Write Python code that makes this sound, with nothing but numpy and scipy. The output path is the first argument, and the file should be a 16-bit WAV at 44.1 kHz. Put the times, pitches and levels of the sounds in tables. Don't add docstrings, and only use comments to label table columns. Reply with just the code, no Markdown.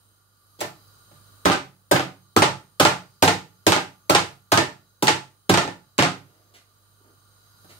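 import sys
import numpy as np
from scipy import signal
from scipy.fft import rfft, irfft, next_fast_len
from scipy.io import wavfile
from scipy.ndimage import uniform_filter1d

SR = 44100
rng = np.random.default_rng(int(sys.argv[2]) if len(sys.argv) > 2 else 0)


def gain_from_db(level_db):
    decades = np.asarray(level_db, float) / 20
    return 10 ** decades


def wav_record(signal):
    frames = np.transpose(np.atleast_2d(signal))
    bounded = np.clip(frames, -1, 1)
    quanta = np.round(bounded * 32767).astype(np.int16)
    wavfile.write(sys.argv[1], SR, quanta)


N = 343715

# [t/s, force/dB, weight into the board/dB, wetness
# of slap/dB, extra brightness/dB per octave]
BLOWS = [(0.607, -31, -13.5, 2, 4), (1.455, -6, -12.5, -10, -0.6), (1.914, -5, -11, -12.5, 2.5),
         (2.365, -5.5, -8.5, -10, 1), (2.8, -5.5, -10.5, -6, 0.5), (3.225, -4, -11.5, -8, 1),
         (3.668, -6.5, -9.5, -6, 1), (4.097, -6, -10.5, -9, 1.5), (4.52, -6.5, -11, -7.5, 0),
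         (5.026, -13, -7, -8, 4), (5.495, -8, -5.5, -7, 0), (5.988, -12, -6, -1, -5.3)]
# [t/s, force/dB, weight/dB, crack/dB, extra brightness of a first wet touch/dB per octave
BOUNCES = [(2.422, -4, -16, -8), (2.851, -4, -15.5, -7), (3.278, -7, -16.5, -8), (3.721, -9, -12.5, -2.5),
           (4.149, -5.5, -14.5, -6), (4.575, -7, -11, -6), (5.071, -27.5, -4.5, 12),
           (5.08, -6.5, -20.5, -7), (5.094, -17, -3.5, -13.5), (5.54, -11.5, -10, -5.5),
           (5.574, -9.5, -12.5, -4.5), (5.677, -22.5, -10.5, -11.5), (6.025, -11.5, -12, -2.5),
           (0.613, -18.5, -13, -10.5), (5.981, -32.5, -5, 10.5, 6), (1.452, -41, -14.5, 11, 3),
           (1.519, -27.5, -16, 3.5), (1.532, -32.5, -12.5, 5.5)]
# [t/s, force/dB, weight/dB]
SETTLES = [(0.641, -29.5, 0.5), (1.475, -20.5, -2), (1.497, -9.5, -2.5), (1.517, -14.5, -9.5),
           (1.545, -18, -29), (1.954, -9.5, -7.5), (1.994, -13.5, -7.5), (2.454, -17, -16.5),
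           (2.899, -20, -10.5), (3.319, -36, 10.5), (3.759, -10.5, -9.5), (4.199, -23.5, -17.5),
           (4.619, -24, -6), (5.123, -34, -14.5), (5.189, -47, -1), (5.609, -21.5, -41), (5.644, -28, 2),
           (6.048, -12.5, -10), (6.109, -33, -2)]
# [t/s, force/dB, weight/dB]
TAPS = [
    (1.112, -46, -12),
    (7.004, -63, 3.5),
    (7.094, -60.5, 3.5),
    (7.644, -47, -8),
]
# [t/s, low rumble/dB, hiss/dB, decay/s]
SHUFFLES = [
    (0.44, -79, -103, 0.0098),
    (0.588, -45, -49.5, 0.027),
    (1.12, -76, -69, 0.025),
    (6.22, -74.5, -84, 0.37),
    (6.537, -60, -54.5, 0.019),
    (7.03, -69, -98, 0.058),
    (7.42, -77, -83, 0.045),
    (7.689, -52.5, -56.5, 0.022),
]
# [f/Hz, level/dB, time to fade 60 dB/s]
WORKTOP = [(77, -23.5, 0.36), (101, 13, 0.079), (135.6, 0.5, 0.42), (159.3, 5.5, 0.21), (181.7, 6, .2)]
BOARD_LOW = [(241, -9, 0.04), (273.6, -8, 0.072), (332.8, -3.5, 0.066), (390.8, -2.5, 0.052),
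             (476.6, -8, 0.044)]
BOARD_HIGH = [(561.3, 4, 0.027), (589, -6, 0.059), (692, -8.5, 0.051), (758, -8, 0.083), (836.2, -6, .07),
              (897, -2.5, 0.036), (1047, -2, 0.027), (1176, -21.5, .04), (1232, -8, 0.12),
              (1292, -3, 0.035), (1550, -10, 0.044), (1680, -13, 0.053), (1802, -0.5, 0.0065)]
# [f/Hz, level/dB, time to fade 60 dB/s]
LANDING = [(448, -5.5, 0.069), (602.4, -3.5, 0.057), (702, -5.5, .09), (853.4, -1.96, .07),
           (889, -4.5, 0.035), (1042, -7.5, 0.053), (1252, -13, 0.04), (1369, -13, .07), (1412, -13, 0.03),
           (1674, -13, .05), (1794, -10, 0.056)]
# [f/Hz, level/dB, time to fade 60 dB/s, held to 0.7 at most]
PAN = [(187, 2.5, 0.71), (270, -12, 2.5), (336, -12, 2.3), (406, -10.5, 1.9), (856, -7, 1.4),
       (1060, -21, 2.2)]
# [f/Hz, level/dB per Hz]
SLAP = [(200, -28.5), (500, -16), (900, -4.5), (1300, -1), (2500, -2), (4000, -4.5), (6000, -9),
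        (9200, -14), (10000, -19.5), (15300, -24.5), (16800, -36)]
# [f/Hz, time to fade 60 dB/s]
ROOM_T60 = [(80, 0.44), (210, 0.34), (560, 0.27), (1470, 0.27), (3880, 0.27), (10200, 0.28)]
# [f/Hz, echo over direct sound/dB]
ROOM_DB = [(80, -2), (300, -5), (600, -4), (1500, 3.5), (4000, 1), (12000, -1.5)]
# [f/Hz, likeness/-1 to 1]
ALIKE = [(40, 1), (100, 1), (300, 0.79), (600, 0.6), (1500, 0)]
# [f/Hz, level/dB per Hz]
HISS = [(25, -37), (50, -17), (100, -9), (200, -18.5), (450, -20.5), (800, -23), (1400, -19), (2200, -33.5),
        (3500, -29), (5550, -30), (7000, -27), (10000, -34), (13600, -26), (16000, -28)]
# [f/Hz, width/Hz, level/dB]
WHISTLES = [(1180, 98, -75), (1420, 83, -78), (3080, 200, -84.5), (3970, 220, -77.5), (4344, 390, -86),
            (4720, 840, -77), (6340, 50, -81), (7340, 200, -92), (8970, 350, -75), (11310, 1200, -76),
            (12100, 200, -86.5), (14600, 350, -89.5), (15540, 200, -81)]
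# [f/Hz, level/dB rms]
MAINS = [(50, -73), (100, -69), (150, -87), (200, -92)]
# [t/s, gain/dB]
GAIN = [(0, 2), (.3, -1), (.9, 7), (1.44, 8.5), (1.6, -0.6), (2.35, 2), (4.1, 2.1), (5.0, -0.4), (6.4, 1),
        (6.7, 0.5), (7.55, 5), (7.79, 9)]
# [f/Hz, right over left/dB]
RIGHT_DB = [(30, -5.5), (80, 7), (250, 3.5), (700, 1.5), (4000, 2.5), (9000, 2.5), (14000, -2.5)]

RING = 16384
HISS_TOP_HZ = 15720
WET_SPRAY_DB, DRY_SPRAY_DB = 1.5, -8


def blows(room):
    return knocks(BLOWS, room, BOARD_HIGH, lead_s=.0035, rise_s=.0015, contact_s=.008,
                  thump_db=-2.5, thud_db=-0.16, clack_db=-7, slap_db=-1.5,
                  share=1.48, tilt_db=3, spray_db=WET_SPRAY_DB)


def bounces(room):
    return knocks(BOUNCES, room, LANDING, lead_s=.0012, rise_s=.0002, contact_s=.007,
                  thump_db=-22.5, thud_db=-4.5, clack_db=-7, slap_db=-0.5,
                  share=0.23, tilt_db=1.14, spray_db=DRY_SPRAY_DB)


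def settles(room):
    return knocks(SETTLES, room, BOARD_HIGH, lead_s=.003, rise_s=.002, contact_s=.012,
                  thump_db=-22.5, thud_db=-6.5, clack_db=-11, slap_db=-12.5,
                  share=1.84, tilt_db=-3.46, spray_db=DRY_SPRAY_DB)


def taps(room):
    return knocks(TAPS, room, BOARD_HIGH, lead_s=.004, rise_s=0.0022, contact_s=0.0082,
                  thump_db=-18.5, thud_db=-2.5, clack_db=-9.5, slap_db=-18,
                  share=-0.5, tilt_db=4, spray_db=DRY_SPRAY_DB)


def knocks(table, room, board, lead_s, rise_s, contact_s,
           thump_db, thud_db, clack_db, slap_db, share, tilt_db, spray_db):
    out = np.zeros((2, N + 2 * RING))
    t = np.arange(RING) / SR
    push = (1 - np.exp(-t / rise_s)) ** 3 * np.exp(-t / contact_s)
    click = 1. * (np.arange(RING) == np.argmax(push))
    for row in table:
        s, force_db, weight_db, wet_db, bright_db = np.pad(row, (0, 5 - len(row)))

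        def colour(hz):
            tilt = (tilt_db + bright_db) * np.log2(hz / 4000 + 0.25)
            return gain_from_db(along(SLAP, hz) + tilt + spray_db * (hz > 9600))

        crack = causal(colour)
        stutter = push * gain_from_db(6.1 * np.minimum(rng.exponential(size=RING), 4))
        thump = peak(ring(push, WORKTOP), force_db + thump_db + share * weight_db)
        thud = peak(ring(push, BOARD_LOW), force_db + thud_db + weight_db)
        low = thump + thud
        clack = peak(ring(stutter ** 9.8, board), force_db + clack_db)
        spatter = stutter ** 1.8 * rng.standard_normal(RING)
        slap = peak(shape(spatter, crack), force_db + slap_db + wet_db)
        even = level(shape(click, crack), 0) * np.std(slap)
        low, clack, slap, even = np.pad([low, clack, slap, even], ((0, 0), (0, RING)))
        start = int((s - lead_s) * SR)
        heard = kitchen([low, clack, slap], room, lag_share=(.3, .6, 1), send=low + clack + even)
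        out[:, start:start + 2 * RING] += heard
    return out[:, :N]


def ring(push, modes):
    t = np.arange(RING) / SR
    hz, db, t60 = np.transpose(modes)[:, :, None]
    chance = rng.standard_normal((3, len(modes), 1))
    longest = 42 / hz + .02
    fade = gain_from_db(db + 2 * chance[1] - 60 * t / np.minimum(t60, longest))
    tones = np.sin(2 * np.pi * hz * (1 + .01 * chance[0]) * t + .4 * chance[2])
    return (tones * fade).sum(axis=0) * np.cumsum(push)


def pan():
    out, t = np.zeros(N + 2 * RING), np.arange(2 * RING) / SR
    hz, db, t60 = np.transpose(PAN)[:, :, None]
    swell = 1 - np.exp(-t / 0.0067)
    for s, force_db, *_ in BLOWS:
        chance = rng.standard_normal((2, len(PAN), 1))
        fade = gain_from_db(db + 2 * chance[0] - 60 * t / np.minimum(t60, .7))
        tones = fade * np.sin(2 * np.pi * (hz * t + chance[1]))
        out[int(s * SR):][:2 * RING] += peak(tones.sum(axis=0) * swell, force_db - 41)
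    return out[:N]


def shuffles():
    t, (low, hiss) = np.arange(N) / SR, np.zeros((2, N))
    for s, low_db, hiss_db, decay in SHUFFLES:
        age = np.maximum(t - s, 0)
        swell = (1 - np.exp(-age / 0.0164)) * np.exp(-age / decay)
        low = low + gain_from_db(low_db) * swell
        hiss = hiss + gain_from_db(hiss_db) * swell
    rumble = shape(rng.standard_normal(N), lambda hz: (hz / 250) / (1 + (hz / 500) ** 3))
    cloth = shape(rng.standard_normal(N), lambda hz: (hz / 1500) / (1 + (hz / 3500) ** 2.5))
    return low * level(rumble, 7.3) + hiss * level(cloth, 10.7)


def fridge():
    t = np.arange(N) / SR
    hiss = level(shape(diffuse(N), lambda hz: gain_from_db(along(HISS, hz))), -68)
    out = hiss * gain_from_db(.5 * walk(7.9))
    for hz, width, db in WHISTLES:
        whistle = shape(diffuse(N), lambda f: 1 / (1 + ((f - hz) / (width / 2)) ** 2))
        out = out + level(whistle, db) * gain_from_db(1.8 * walk(5))
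    for hz, db in MAINS:
        loudness = np.sqrt(2) * gain_from_db(db + .7 * walk(9))
        out = out + loudness * np.sin(2 * np.pi * hz * t + 0.26 * walk(3.6))
    out = shape(out, lambda hz: hz < HISS_TOP_HZ)
    return out * gain_from_db(np.interp(t, *np.transpose(GAIN)))


def kitchen(direct, room, lag_share, send):
    bands, fades = room
    shift, place = rng.random(2)
    tail = (np.roll(bands, int(shift * RING), axis=2) * fades).sum(axis=0)
    lag_s = 0.000435 * (.5 + place)
    late = sum(np.roll(x, int(share * lag_s * SR)) for x, share in zip(direct, lag_share))
    echo = signal.fftconvolve(send[None], tail, axes=1)[:, :len(send)]
    return np.array([sum(direct), late]) + echo


def walls():
    t, centres = np.arange(RING) / SR, 50 * 2. ** np.arange(9)
    noise = shape(diffuse(RING), lambda hz: hz < HISS_TOP_HZ)

    def octave(hz):
        return lambda f: np.cos(np.pi / 2 * np.clip(np.log2((f + 1) / hz), -1, 1)) ** 2

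    bands = [shape(noise, octave(hz)) for hz in centres]
    build_up = np.clip((t - .002) / 0.0051, 0, 1)
    fades = gain_from_db(-60 * t / along(ROOM_T60, centres)[:, None]) * build_up
    fades *= (gain_from_db(along(ROOM_DB, centres)) / np.sqrt(np.sum(fades ** 2, axis=1)))[:, None]
    return np.array(bands), fades[:, None]


def diffuse(size):
    mid, side = rng.standard_normal((2, size))
    alike = lambda hz: np.clip(along(ALIKE, hz), -1, 1)
    mid = shape(mid, lambda hz: np.sqrt((1 + alike(hz)) / 2))
    side = shape(side, lambda hz: np.sqrt((1 - alike(hz)) / 2))
    return np.array([mid + side, mid - side])


def walk(rate):
    k = int(SR / rate)
    steps = np.repeat(rng.standard_normal(N // k + 1), k)
    return 1.3 * uniform_filter1d(uniform_filter1d(steps, k), k)[:N]


def level(x, db):
    return x * gain_from_db(db) / np.sqrt(np.mean(x ** 2))


def peak(x, db):
    return x * gain_from_db(db) / np.sqrt(uniform_filter1d(x ** 2, size=256).max())


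def along(table, hz):
    points, values = np.transpose(table)
    return np.interp(np.log(hz + 1), np.log(points), values)


def shape(x, gain):
    size = 2 * next_fast_len(x.shape[-1] // 2 + 1)
    return irfft(rfft(x, size) * gain(np.fft.rfftfreq(size, 1 / SR)), size)[..., :x.shape[-1]]


def causal(gain):
    def response(hz):
        cepstrum = irfft(np.log(gain(hz) + 1e-6))
        half = cepstrum.shape[-1] // 2
        cepstrum[..., 1:half] *= 2
        cepstrum[..., half + 1:] = 0
        return np.exp(rfft(cepstrum))
    return response


def scene():
    room = walls()
    pounding = blows(room) + bounces(room) + settles(room) + taps(room)
    brushes = shuffles()
    handling = kitchen([brushes], room, lag_share=[1], send=brushes)
    return pounding + handling + pan() + fridge()


def band_limit(x):
    return signal.sosfilt(signal.butter(12, 16990, fs=SR, output="sos"), x)


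def record(dry):
    def ports(hz):
        balance = gain_from_db(np.outer([-.5, .5], along(RIGHT_DB, hz)))
        bass_cut = 1 / (1 + (58 / (hz + 1)) ** 4)
        top_cut = 1 / (1 + (hz / 16200) ** 90)
        return balance * bass_cut * top_cut

    heard = shape(dry, causal(ports))
    return band_limit(np.tanh(1.18 * heard))


dry = scene()
out = record(dry)
wav_record(out)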